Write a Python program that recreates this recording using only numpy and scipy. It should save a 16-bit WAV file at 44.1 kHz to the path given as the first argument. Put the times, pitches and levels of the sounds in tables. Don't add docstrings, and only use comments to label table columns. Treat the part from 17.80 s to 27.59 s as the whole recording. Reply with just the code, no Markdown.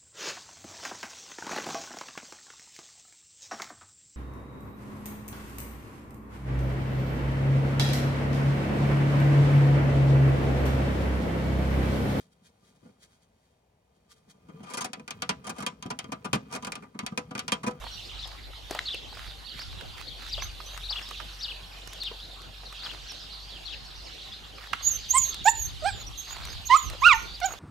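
import sys
import numpy as np
from scipy import signal
from scipy.fft import rfft, irfft, next_fast_len
from scipy.io import wavfile
from scipy.ndimage import uniform_filter1d, map_coordinates

SR = 44100
rng = np.random.default_rng(int(sys.argv[2]) if len(sys.argv) > 2 else 0)


def generate_wav(signal):
    frames = np.transpose(np.atleast_2d(signal))
    scaled = np.clip(frames, -1, 1) * 32767
    pcm = np.round(scaled).astype(np.int16)
    wavfile.write(sys.argv[1], SR, pcm)


N = 431738

# (time [s], level [dB])
BREEZE = [(0, -52.5), (1.5, -50.5), (1.77, -65), (2.2, -49), (2.8, -53), (5, -87), (5.85, -52.5),
          (6.3, -55), (6.95, -66), (7.6, -48), (8.8, -44.5), (9.0, -54), (9.79, -53)]
# (time of the peak [s], width [s], level [dB])
GUSTS = [(1.96, 0.15, -46), (2.66, 0.11, -45), (5.24, 0.063, -51), (7.09, .07, -42), (7.39, 0.081, -41.5),
         (7.95, 0.18, -42), (8.28, 0.04, -52), (9.12, 0.074, -39.5), (9.35, .12, -43), (9.57, .06, -55)]
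# (frequency [Hz], relative level [dB])
WIND_COLOUR = [(12, -48), (20, -15), (33, -1.5), (59, 3), (105, -1.5), (211, -19.5), (300, -19), (390, -21),
               (660, -120)]
# (frequency [Hz], relative level [dB])
TRAFFIC_COLOUR = [(15, -30), (30, -1.5), (65, -2), (110, -3), (245, -6.5), (645, -6.5), (770, -6.5),
                  (932, -7.5), (1570, -8), (2300, -13.5), (2990, -19), (5060, -120)]
# (time [s], level [dB])
RUSTLE = [(0.0, -66), (0.63, -67.5), (3.52, -62.5), (3.76, -66), (6.81, -68.5), (7.88, -65), (8.29, -63.5),
          (9.27, -66), (9.38, -64), (9.6, -68), (9.79, -66)]
# (frequency [Hz], relative level [dB])
RUSTLE_COLOUR = [(3410, -64), (5800, -20), (6420, -7), (8150, -2), (11000, -1), (13000, -1.5), (14400, -8),
                 (15600, -40)]
# (frequency [Hz], likeness [-1 to 1])
ALIKE = [(60, 0.48), (180, 0.37), (550, 0.083), (1650, 0.19), (4970, 0.63), (15000, 0.78)]
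# (frequency [Hz], time to fade by 60 dB [s])
SHEDS = [(500, 0.29), (2000, 0.54), (7000, 0.3), (14000, 0.21)]
# (time [s], firing rate [Hz], level [dB])
ENGINE = [(0, 50.52, -48.5), (1.95, 50.6, -52), (2.18, 49.2, -60), (2.3, 47, -51), (2.55, 46.27, -46),
          (4.88, 46.43, -47.5), (5.4, 49.1, -53), (5.62, 49.7, -49), (6.52, 51.86, -51), (9.16, 51.8, -52),
          (9.3, 50.57, -51), (9.79, 50.7, -52)]
# (multiple of the firing rate, relative level [dB])
ENGINE_TONES = [(1, 0), (1.5, -21), (2, -15), (3, -24)]
# (time [s], level [dB])
FLOCK = [(0, -47), (.35, -45), (.7, -53.5), (1.06, -42.5), (1.25, -47.5), (1.72, -49.5), (1.85, -46),
         (2.31, -48.5), (2.55, -43), (2.75, -48), (3.19, -43.5), (3.9, -49.5), (4.23, -43.5), (4.75, -52.5),
         (5.04, -42), (5.2, -47), (6.45, -46), (6.7, -49), (7.25, -44.5), (9.79, -46.5)]
# (frequency [Hz], relative level [dB])
SCRUB_COLOUR = [(1060, -48), (1800, -10.5), (2270, -7.5), (2840, 0), (3660, -6.5), (4780, -5), (6390, -10),
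                (7000, -12), (9100, -22), (15400, -120)]
# (time [s], length [s], start [Hz], top [Hz], end [Hz], level [dB], left-right [dB])
SPARROWS = [(.119, 0.092, 3970, 4600, 3300, -49, -11), (.173, 0.046, 2740, 3160, 2650, -44, -9),
            (0.219, 0.059, 3490, 5240, 4740, -45, -3), (1.166, 0.029, 3290, 3520, 3240, -42.5, 12),
            (1.646, .05, 3970, 4630, 3090, -43.5, -12), (1.675, 0.05, 4340, 4620, 4050, -42, -7),
            (1.703, 0.045, 2930, 3130, 2870, -43, -8), (1.789, 0.053, 4140, 5500, 4370, -40.5, -1),
            (2.49, 0.018, 5040, 6060, 5700, -39, 3), (3.032, .042, 3600, 4300, 3820, -40, 10),
            (3.317, .04, 2890, 3320, 2500, -46, -10), (3.59, 0.03, 5100, 6170, 5630, -43.5, 1),
            (4.393, 0.07, 3300, 4223, 3870, -42, 2), (4.853, 0.028, 4330, 4540, 3840, -42, 1),
            (5.282, 0.038, 5800, 5900, 5300, -41, -1), (5.526, 0.036, 4680, 4930, 4130, -42, -8),
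            (5.683, .062, 4700, 4860, 3330, -43.5, -7), (5.745, .045, 3100, 3330, 2640, -45, -8),
            (6.261, .035, 4750, 4900, 3760, -45, -7), (6.515, 0.035, 3300, 3770, 3574, -41.5, 0),
            (7.87, 0.046, 3800, 4690, 3010, -42, 7), (8.618, .049, 3520, 4790, 3640, -42.5, 6),
            (8.69, .038, 5040, 5140, 4800, -44, -9), (9.523, 0.071, 3540, 5010, 2914, -41.5, 1)]
CHIRRUPS = {"arches": [(0, .055, 3320, 5150, 2870, 0.5), (.068, .044, 2566, 3500, 2500, -3.5)],
            "falls": [(0, .038, 4120, 4700, 3430, 1), (.041, .058, 3400, 3996, 2640, -1)],
            "flicks": [(0, .03, 3450, 4780, 3720, -0.5), (.036, 0.0306, 3315, 3720, 3350, -1.7)]}
# (kind, time [s], slowness [factor], pitch [factor], level [dB], left-right [dB])
PAIRS = [("flicks", .39, 0.97, 1.01, -36.5, 7), ("falls", 1.056, 1.03, 0.97, -29.5, .1),
         ("flicks", 2.268, 1.01, 0.96, -40, 8.7), ("arches", 2.509, .88, 1, -33, 5),
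         ("arches", 3.086, 1.01, 1.01, -30, 6), ("arches", 3.608, 1.06, 1.01, -33, 4.2),
         ("falls", 4.202, .9, 1.02, -31.5, 5.2), ("arches", 5.02, .99, 0.97, -38, 8.2),
         ("falls", 5.852, 1, 0.96, -39, 11)]
# (time [s], length [s], centre [Hz], level [dB], left-right [dB])
SCUFFS = [(.02, 0.054, 895, -50.5, -14), (.46, 0.096, 920, -54, -11), (0.895, 0.12, 890, -43.5, 2),
          (1.329, 0.21, 1650, -50, -7), (1.769, 0.065, 1820, -46, -9.5), (1.981, 0.041, 1680, -49.5, -12),
          (2.171, 0.058, 1680, -45.5, -10), (2.382, 0.12, 1660, -50, -9), (2.902, 0.11, 1160, -52, -7),
          (3.121, 0.11, 1320, -48, 0), (4.103, 0.11, 1500, -57, -2), (5.017, 0.16, 1390, -47, -7),
          (6.778, 0.1, 1470, -49.5, -6), (8.466, 0.29, 1260, -47, -7), (9.082, 0.071, 690, -48, -5),
          (9.678, 0.085, 885, -43.5, -4)]
# (time [s], level [dB], pitch [Hz], time to fade by 60 dB [s], left-right [dB])
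KNOCKS = [(.016, -40, 1100, .02, -6), (.043, -43.5, 566, .028, -15), (.065, -37, 935, 0.026, -6),
          (.455, -44, 760, .027, -1), (.732, -44, 1360, 0.023, -5), (.909, -25.5, 420, 0.015, 1.5),
          (.948, -33, 613, 0.059, .1), (.989, -22, 1900, .009, 4), (1.143, -37, 480, .022, 3),
          (1.325, -43, 830, 0.026, 5), (1.37, -37, 643, 0.014, 5), (1.926, -43, 1130, .025, 2),
          (2.579, -35, 590, 0.042, -1), (2.621, -27, 1050, .013, .1), (2.801, -37.5, 1260, 0.034, -8),
          (2.975, -38, 1270, 0.024, 11), (3.105, -40, 860, 0.065, 1), (3.31, -34.5, 1160, 0.017, -8),
          (3.399, -35, 1200, 0.038, -11), (4.074, -44, 1184, .017, -9), (4.313, -37, 450, 0.029, 4),
          (4.833, -46, 759, 0.022, -14), (4.925, -41.5, 1210, 0.018, -5), (5.319, -42.5, 1190, 0.0098, -4),
          (6.782, -39.5, 1160, 0.017, -8), (6.932, -19.5, 1330, .018, -9.5), (7.007, -40, 1100, 0.039, -8),
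          (9.147, -39, 529, 0.031, -2)]
# (time [s], level [dB], left-right [dB])
TICKS = [(0.4747, -41, -2), (.909, -30, 2), (.948, -30.5, .1), (1.144, -35.5, 0), (2.975, -37, 9),
         (3.288, -39, 4), (3.309, -39, -9), (4.074, -37.5, -10), (4.1318, -34, -.5), (4.2337, -33.5, 3),
         (4.6179, -44, -7), (4.925, -40.5, -7), (5.319, -39, -4), (6.953, -48, -4), (7.5432, -30.5, 1),
         (8.6515, -31.5, -3), (9.0992, -31.5, -3), (9.6014, -35, 5)]
# (time [s], pitch [Hz], level of 1st harmonic [dB], mouth opening: 2nd harmonic over 1st [dB])
YIPS = [
    [(7.337, 960, -34, -14), (7.344, 1000, -26, -16), (7.358, 1045, -19.5, -10), (7.383, 1095, -27, -9),
     (7.39, 1090, -53, -9)],
    [(7.651, 725, -48, -7), (7.657, 758, -19.5, -16), (7.686, 916, -13.5, -5.5), (7.7, 860, -27, -13),
     (7.709, 870, -40, -16)],
    [(8.023, 641, -39, -8), (8.039, 603, -34, -17), (8.061, 771, -21.5, -12), (8.089, 831, -29, -1.5),
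     (8.108, 740, -45.5, 5)],
    [(8.891, 1033, -47, -18), (8.904, 959, -19, -10.5), (8.925, 1035, -15, -7.5),
     (8.942, 1060, -10.5, -19.5), (8.954, 1225, -13, -30), (8.966, 1297, -19, -18), (8.975, 1113, -39, -6)],
    [(9.22, 973, -27, -9), (9.23, 1078, -21, -16), (9.244, 1240, -20.5, 2.5), (9.266, 1416, -11, -8),
     (9.282, 1430, -8.5, -13), (9.29, 1348, -18.5, 0.4), (9.323, 1094, -18.5, -1.5), (9.338, 914, -25, 0.5),
     (9.372, 882, -35, -20)],
    [(9.617, 762, -32, 0), (9.623, 690, -33.5, -6), (9.648, 754, -22, -9), (9.658, 800, -27.5, -11),
     (9.69, 704, -39.5, -11)],
]
# (frequency [Hz], relative level [dB])
THIRD = [(2200, -5.5), (3000, -9), (3600, -11.5), (4300, -19)]
# (frequency [Hz], relative level [dB])
THROAT = [(3000, -6), (4500, -11), (6000, -17), (7500, -25), (10000, -38)]
# (frequency [Hz], relative level [dB])
BREATH = [(500, -23), (1500, -5.5), (3500, 2), (6000, -3), (8500, -13), (11000, -19), (14000, -24)]
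# (time [s], pitch [Hz], level [dB])
WHISTLES = [
    [(2.616, 5770, -42), (2.638, 6200, -40), (2.69, 6330, -59)],
    [(2.862, 6100, -45), (2.9, 6100, -56), (2.925, 6250, -64), (2.941, 6500, -51), (2.965, 6640, -56)],
    [(7.024, 6430, -48), (7.04, 6550, -33), (7.074, 6745, -17.5), (7.101, 6870, -30.5),
     (7.113, 6470, -23.5), (7.129, 6400, -31), (7.163, 6190, -29), (7.18, 6255, -51), (7.223, 6840, -58),
     (7.269, 6540, -68)],
    [(7.285, 6100, -47), (7.315, 6510, -17), (7.333, 6950, -35), (7.351, 8000, -21), (7.362, 8370, -33),
     (7.374, 7960, -16.5), (7.384, 7240, -15), (7.394, 6840, -22), (7.459, 6530, -28), (7.475, 6300, -38),
     (7.495, 6550, -26), (7.509, 6342, -38), (7.55, 6400, -71)],
    [(7.644, 6760, -32), (7.689, 7300, -29), (7.703, 6980, -23), (7.738, 7060, -49), (7.752, 7120, -37.5),
     (7.859, 6320, -32.5), (7.887, 6420, -48), (7.92, 6470, -62)],
    [(8.04, 7670, -44), (8.062, 8250, -51), (8.077, 8450, -42), (8.14, 7260, -53.5), (8.205, 6800, -49),
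     (8.229, 6660, -50)],
    [(8.268, 5870, -41), (8.289, 5690, -48)],
    [(8.375, 6280, -42), (8.393, 6440, -37), (8.446, 6400, -55), (8.5, 6450, -49), (8.531, 6900, -39),
     (8.56, 6650, -67)],
    [(8.665, 5850, -52), (8.739, 6600, -50)],
    [(8.852, 6210, -51), (8.876, 6680, -32), (8.89, 6550, -54)],
    [(8.961, 7600, -33), (8.975, 6930, -29), (9.012, 6880, -42), (9.021, 6870, -39), (9.09, 5840, -44.5)],
    [(9.2, 6430, -56), (9.213, 6406, -42), (9.229, 6910, -53)],
    [(9.345, 6200, -38), (9.4, 6360, -49), (9.475, 6220, -57)],
    [(9.64, 7430, -57), (9.661, 6860, -25), (9.677, 6510, -46), (9.731, 6650, -43), (9.745, 6550, -55)],
]
# (frequency of the octave [Hz], change [dB])
OCTAVE_FADES = [(11500, -18), (12500, -2), (13500, -4.5), (14200, -14), (15500, -40)]

TRAFFIC_DB, FLOCK_PAN_DB, FOX_PAN_DB = -53.5, -3, -8.5
KNOCK_TICK_DB = -27
OCTAVE_DB, OCTAVE_TOP_DB = -10, -42.5
CEILING, TOP_HZ = .95, 15700


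def amp(db):
    return 10 ** (np.asarray(db) / 20)


def unit(x):
    return x / np.sqrt(np.mean(x ** 2) + 1e-20)


def along(points, hz):
    f, value = np.transpose(points)
    return np.interp(np.log(hz + 1), np.log(f + 1), value)


def curves(rows):
    s, *columns = np.transpose(rows)
    return [np.interp(np.arange(N) / SR, s, column) for column in columns]


def calls(tables, fade):
    gate = np.zeros(N)
    for rows in tables:
        start, end = int(rows[0][0] * SR), int(rows[-1][0] * SR) + 40
        gate[start:end] = 1
    all_rows = sorted(row for rows in tables for row in rows)
    return np.abs(uniform_filter1d(gate, int(fade * SR))), curves(all_rows)


def wobble(rate):
    points = rng.standard_normal(int(N * rate / SR) + 4)
    return map_coordinates(points, [np.arange(N) * rate / SR])


def filtered(x, response):
    size = next_fast_len(x.shape[-1] + 2048)
    spectrum = rfft(x, size) * response(np.fft.rfftfreq(size, 1 / SR))
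    return irfft(spectrum, size)[..., :x.shape[-1]]


def sides(pan_db):
    return amp([[pan_db / 2], [-pan_db / 2]])


def add(out, s, x, pan_db):
    part = out[:, int(max(s, 0) * SR):][:, :len(x)]
    part += x[:part.shape[1]] * sides(pan_db)


def rush(spectrum, alike, patchy_db):
    z = signal.stft(rng.standard_normal((2, N)), nperseg=512)[2]
    across_pitch = uniform_filter1d(rng.standard_normal(z.shape[1:]), 6, 0)
    patches = amp(patchy_db * unit(uniform_filter1d(across_pitch, 10, 1)))
    pair = signal.istft(z * patches, nperseg=512)[1][:, :N]

    def middle_and_side(hz):
        angle = np.arccos(np.clip(along(alike, hz), -1, 1)) / 2
        return amp(along(spectrum, hz)) * [np.cos(angle), np.sin(angle)]

    mid, side = filtered(pair, middle_and_side)
    return np.array([mid + side, mid - side]) / mid.std()


def echoes(x, stretch, piece=.45):
    out, step = np.zeros((2, N + 2 * SR)), int(piece * SR)
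    for at in range(0, N, step):
        hz, t, z = signal.stft(rng.standard_normal((2, SR // 2)), SR, nperseg=256)
        fade = amp(-60 * t / (stretch * along(SHEDS, hz)[:, None]))
        tail = signal.istft(z * fade, SR, nperseg=256)[1]
        tail /= np.linalg.norm(tail[0])
        wet = signal.fftconvolve(x[None, at:at + step], tail, axes=1)
        out[:, at + 500:][:, :wet.shape[1]] += wet
    return out[:, :N]


def wind():
    t = np.arange(N) / SR
    strength = amp(curves(BREEZE)[0])
    for s, width, db in GUSTS:
        strength += amp(db) * np.exp(-((t - s) / width) ** 2)
    lumps = amp(2.6 * np.array([wobble(11), wobble(15)]))
    noise = rush(WIND_COLOUR, [(30, 0.68), (70, -0.35)], patchy_db=1.5)
    return strength * unit(lumps * noise)


def traffic():
    return amp(TRAFFIC_DB + 0.14 * wobble(2.99)) * rush(TRAFFIC_COLOUR, ALIKE, patchy_db=4.0)


def rustle():
    level_db = curves(RUSTLE)[0] + 1.2 * wobble(5)
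    return amp(level_db) * rush(RUSTLE_COLOUR, ALIKE, patchy_db=2.5)


def engine():
    hz, db = curves(ENGINE)
    phase = 2 * np.pi * np.cumsum(hz + 0.45 * wobble(9)) / SR
    tones = sum(amp(level) * np.sin(k * phase) for k, level in ENGINE_TONES)
    drone = np.sqrt(2) * amp(db + 1.8 * wobble(7.7)) * tones
    whine = amp(-65) * np.sin(2 * np.pi * np.cumsum(780 + 25 * wobble(60)) / SR)
    return (drone + whine) * sides(1.2)


def chirp(length, start_hz, top_hz, end_hz, burr_hz):
    u = np.arange(int(length * SR)) / (length * SR)
    rise = np.abs(np.log(top_hz / start_hz)) + 0.012
    fall = np.abs(np.log(top_hz / end_hz)) + 0.0073
    top = np.clip(1.1 * rise / (rise + fall), .1, .9)
    bend, bend_hz = top + 0.4006 * (1 - top), .45 * top_hz + .55 * end_hz
    hz = np.interp(u, [0, top, bend, 1], [start_hz, top_hz, bend_hz, end_hz])
    burr = 2 * np.pi * burr_hz * length * (u + 0.16 * u * u)
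    zigzag = 1 + .045 * np.sin(burr / 3) + .015 * np.sin(burr)
    phase = 2 * np.pi * np.cumsum(uniform_filter1d(hz, 120) * zigzag) / SR
    beads = 1 + .55 * np.cos(burr + 1.2)
    return np.sin(np.pi * u) ** 0.28 * beads * np.sin(phase)


def flock(count=800):
    out = np.zeros((2, N))
    for when in rng.random(count):
        pitch, size, climb, drop, loud, pan, burr = rng.standard_normal(7)
        top_hz, length = 4300 * np.exp(.13 * pitch), .032 * np.exp(.3 * size)
        start_hz = top_hz * np.exp(-(.05 + .15 * abs(climb)))
        end_hz = top_hz * np.exp(-(.1 + .2 * abs(drop)))
        note = chirp(length, start_hz, top_hz, end_hz, 170 * np.exp(0.287 * burr))
        add(out, when * N / SR, amp(2.36 * loud) * note, 3 * pan)
    direct_db, blur_db = 0.5, -7
    notes = amp(direct_db) * unit(out) + unit(echoes(out.mean(0), stretch=1.0))
    blur = rush(SCRUB_COLOUR, ALIKE, patchy_db=2.5)
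    level = amp(curves(FLOCK)[0] + 1.15 * wobble(4))
    return sides(FLOCK_PAN_DB) * level * (unit(notes) + amp(blur_db) * blur)


def sparrows():
    notes = []
    for kind, s, slow, pitch, db, pan_db in PAIRS:
        for delay, length, *hz, note_db in CHIRRUPS[kind]:
            notes.append((s + slow * delay, slow * length, *(pitch * np.array(hz)), db + note_db, pan_db))
    out = np.zeros((2, N))
    for s, length, start_hz, top_hz, end_hz, db, pan_db in notes + SPARROWS:
        burr_hz = 190 * np.exp(0.18 * rng.standard_normal())
        add(out, s, amp(db) * chirp(length, start_hz, top_hz, end_hz, burr_hz), pan_db)
    return out * amp(2.13 * wobble(90))


def scuffs():
    out = np.zeros((2, N))
    for s, length, hz, db, pan_db in SCUFFS:
        u = np.arange(int(length * SR)) / (length * SR)
        crackle = unit(uniform_filter1d(rng.standard_normal(len(u)), 150))
        grains = rng.standard_normal(len(u)) * amp(6 * crackle)

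        def dull_band(f):
            peak = f * hz / np.abs(hz * hz - f * f + 1j * f * hz * 1.52)
            return peak ** 2 + amp(-37.0)

        swell = np.sin(np.pi * u) ** 0.25
        add(out, s, amp(db) * swell * unit(filtered(grains, dull_band)), pan_db)
    return out


def tick(db):
    t = np.arange(SR // 40) / SR
    colour = [(2500, -2.5), (6000, -1.5), (13500, -10.5), (15500, -17)]
    bright = filtered(rng.standard_normal(len(t)), lambda f: amp(along(colour, f)))
    return unit(bright) * amp(db - 60 * t / 0.023) * (1 - np.exp(-t / 0.00051))


def ticks(count=60):
    out = np.zeros((2, N))
    for s, db, pan_db in TICKS:
        add(out, s, tick(db), pan_db)
    for when in rng.random(count):
        loud, pan = rng.standard_normal(2)
        add(out, when * N / SR, tick(-56 + 3 * loud), 3 * pan)
    return out


def knocks():
    out, t = np.zeros((2, N)), np.arange(SR // 8) / SR
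    late = t - .0025
    for s, db, hz, t60, pan_db in KNOCKS:
        def ring_band(f):
            peak = f * hz / np.abs(hz * hz - f * f + 1j * f * hz)
            return peak / (1 + (f / 4000) ** 2) / (1 + (.55 * hz / (f + 1)) ** 4)

        band = unit(filtered(rng.standard_normal(len(t)), ring_band))
        shape = amp(np.where(late < 0, 8000 * late, -60 * late / t60))
        ring = (np.sin(2 * np.pi * hz * late) + 0.53 * band) * shape
        rattle = band * amp(-13 - 60 * t / (4 * t60))
        snap = amp(-2.5 - 9000 * np.abs(late)) * np.sin(2 * np.pi * 2.1 * hz * late)
        add(out, s, amp(db) * (ring + snap + rattle), pan_db)
        add(out, s, tick(db + KNOCK_TICK_DB), pan_db)
    return out


def yips():
    voiced, (hz, db1, open_db) = calls(YIPS, fade=.007)
    db2 = db1 + open_db
    db3 = db2 + along(THIRD, 3 * hz)
    phase = 2 * np.pi * np.cumsum(hz * (1 + .011 * wobble(300))) / SR
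    levels = [db1, db2, db3] + [db3 + along(THROAT, k * hz) for k in range(4, 9)]
    yip = amp(db1 - 37.5) * np.sin(phase / 2)
    for k, db in enumerate(levels, 1):
        grain_db = (.9 * k - .1) * wobble(200)
        yip += amp(db + grain_db) * np.sin(k * phase + 1.07 * k)
    breath = unit(filtered(rng.standard_normal(N), lambda f: amp(along(BREATH, f))))
    yip += amp(db1 - 26.5) * (1 + np.sin(phase)) * breath
    return voiced * yip, voiced, phase


def whistles(voiced, yip_phase):
    blown, (hz, db) = calls(WHISTLES, fade=0.0036)
    octave_db = np.minimum(db + OCTAVE_DB, OCTAVE_TOP_DB) + along(OCTAVE_FADES, 2 * hz)
    phase = 2 * np.pi * np.cumsum(hz * (1 + .004 * wobble(250))) / SR
    phase += .35 * voiced * np.sin(yip_phase)
    rasp = amp(-15) * wobble(1800)
    whistle = amp(db) * (1 + rasp) * np.sin(phase)
    whistle += amp(octave_db) * (1 + 3.1 * rasp) * np.sin(2 * phase)
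    colour = [(6000, -40), (9500, -12), (12500, 0), (15000, -12)]
    spray = unit(filtered(rng.standard_normal(N), lambda f: amp(along(colour, f))))
    whistle += amp(db - 32 + 5 * voiced) * spray
    return blown * amp(2.2 * wobble(110)) * whistle


def foxes():
    yip, voiced, phase = yips()
    return np.sqrt(2) * (yip + whistles(voiced, phase))


def scene():
    background = wind() + traffic() + rustle() + engine() + flock()
    near = sparrows()
    steps = scuffs() + knocks() + ticks()
    fox = foxes()
    fox_sides = sides(FOX_PAN_DB)
    direct = fox * fox_sides / fox_sides.mean() + near + steps
    fox_echo = amp(-17.0) * echoes(fox, stretch=0.83) * amp([[-2], [2.1]])
    near_echo = amp(-11.5) * echoes((near + 0.7 * steps).mean(0), stretch=0.98)
    return background + direct + fox_echo + near_echo


def record(dry):
    rounded = dry / (1 + np.abs(dry / CEILING) ** 6) ** (1 / 6)
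    return filtered(rounded, lambda hz: hz < TOP_HZ)


dry = scene()
out = record(dry)
generate_wav(out)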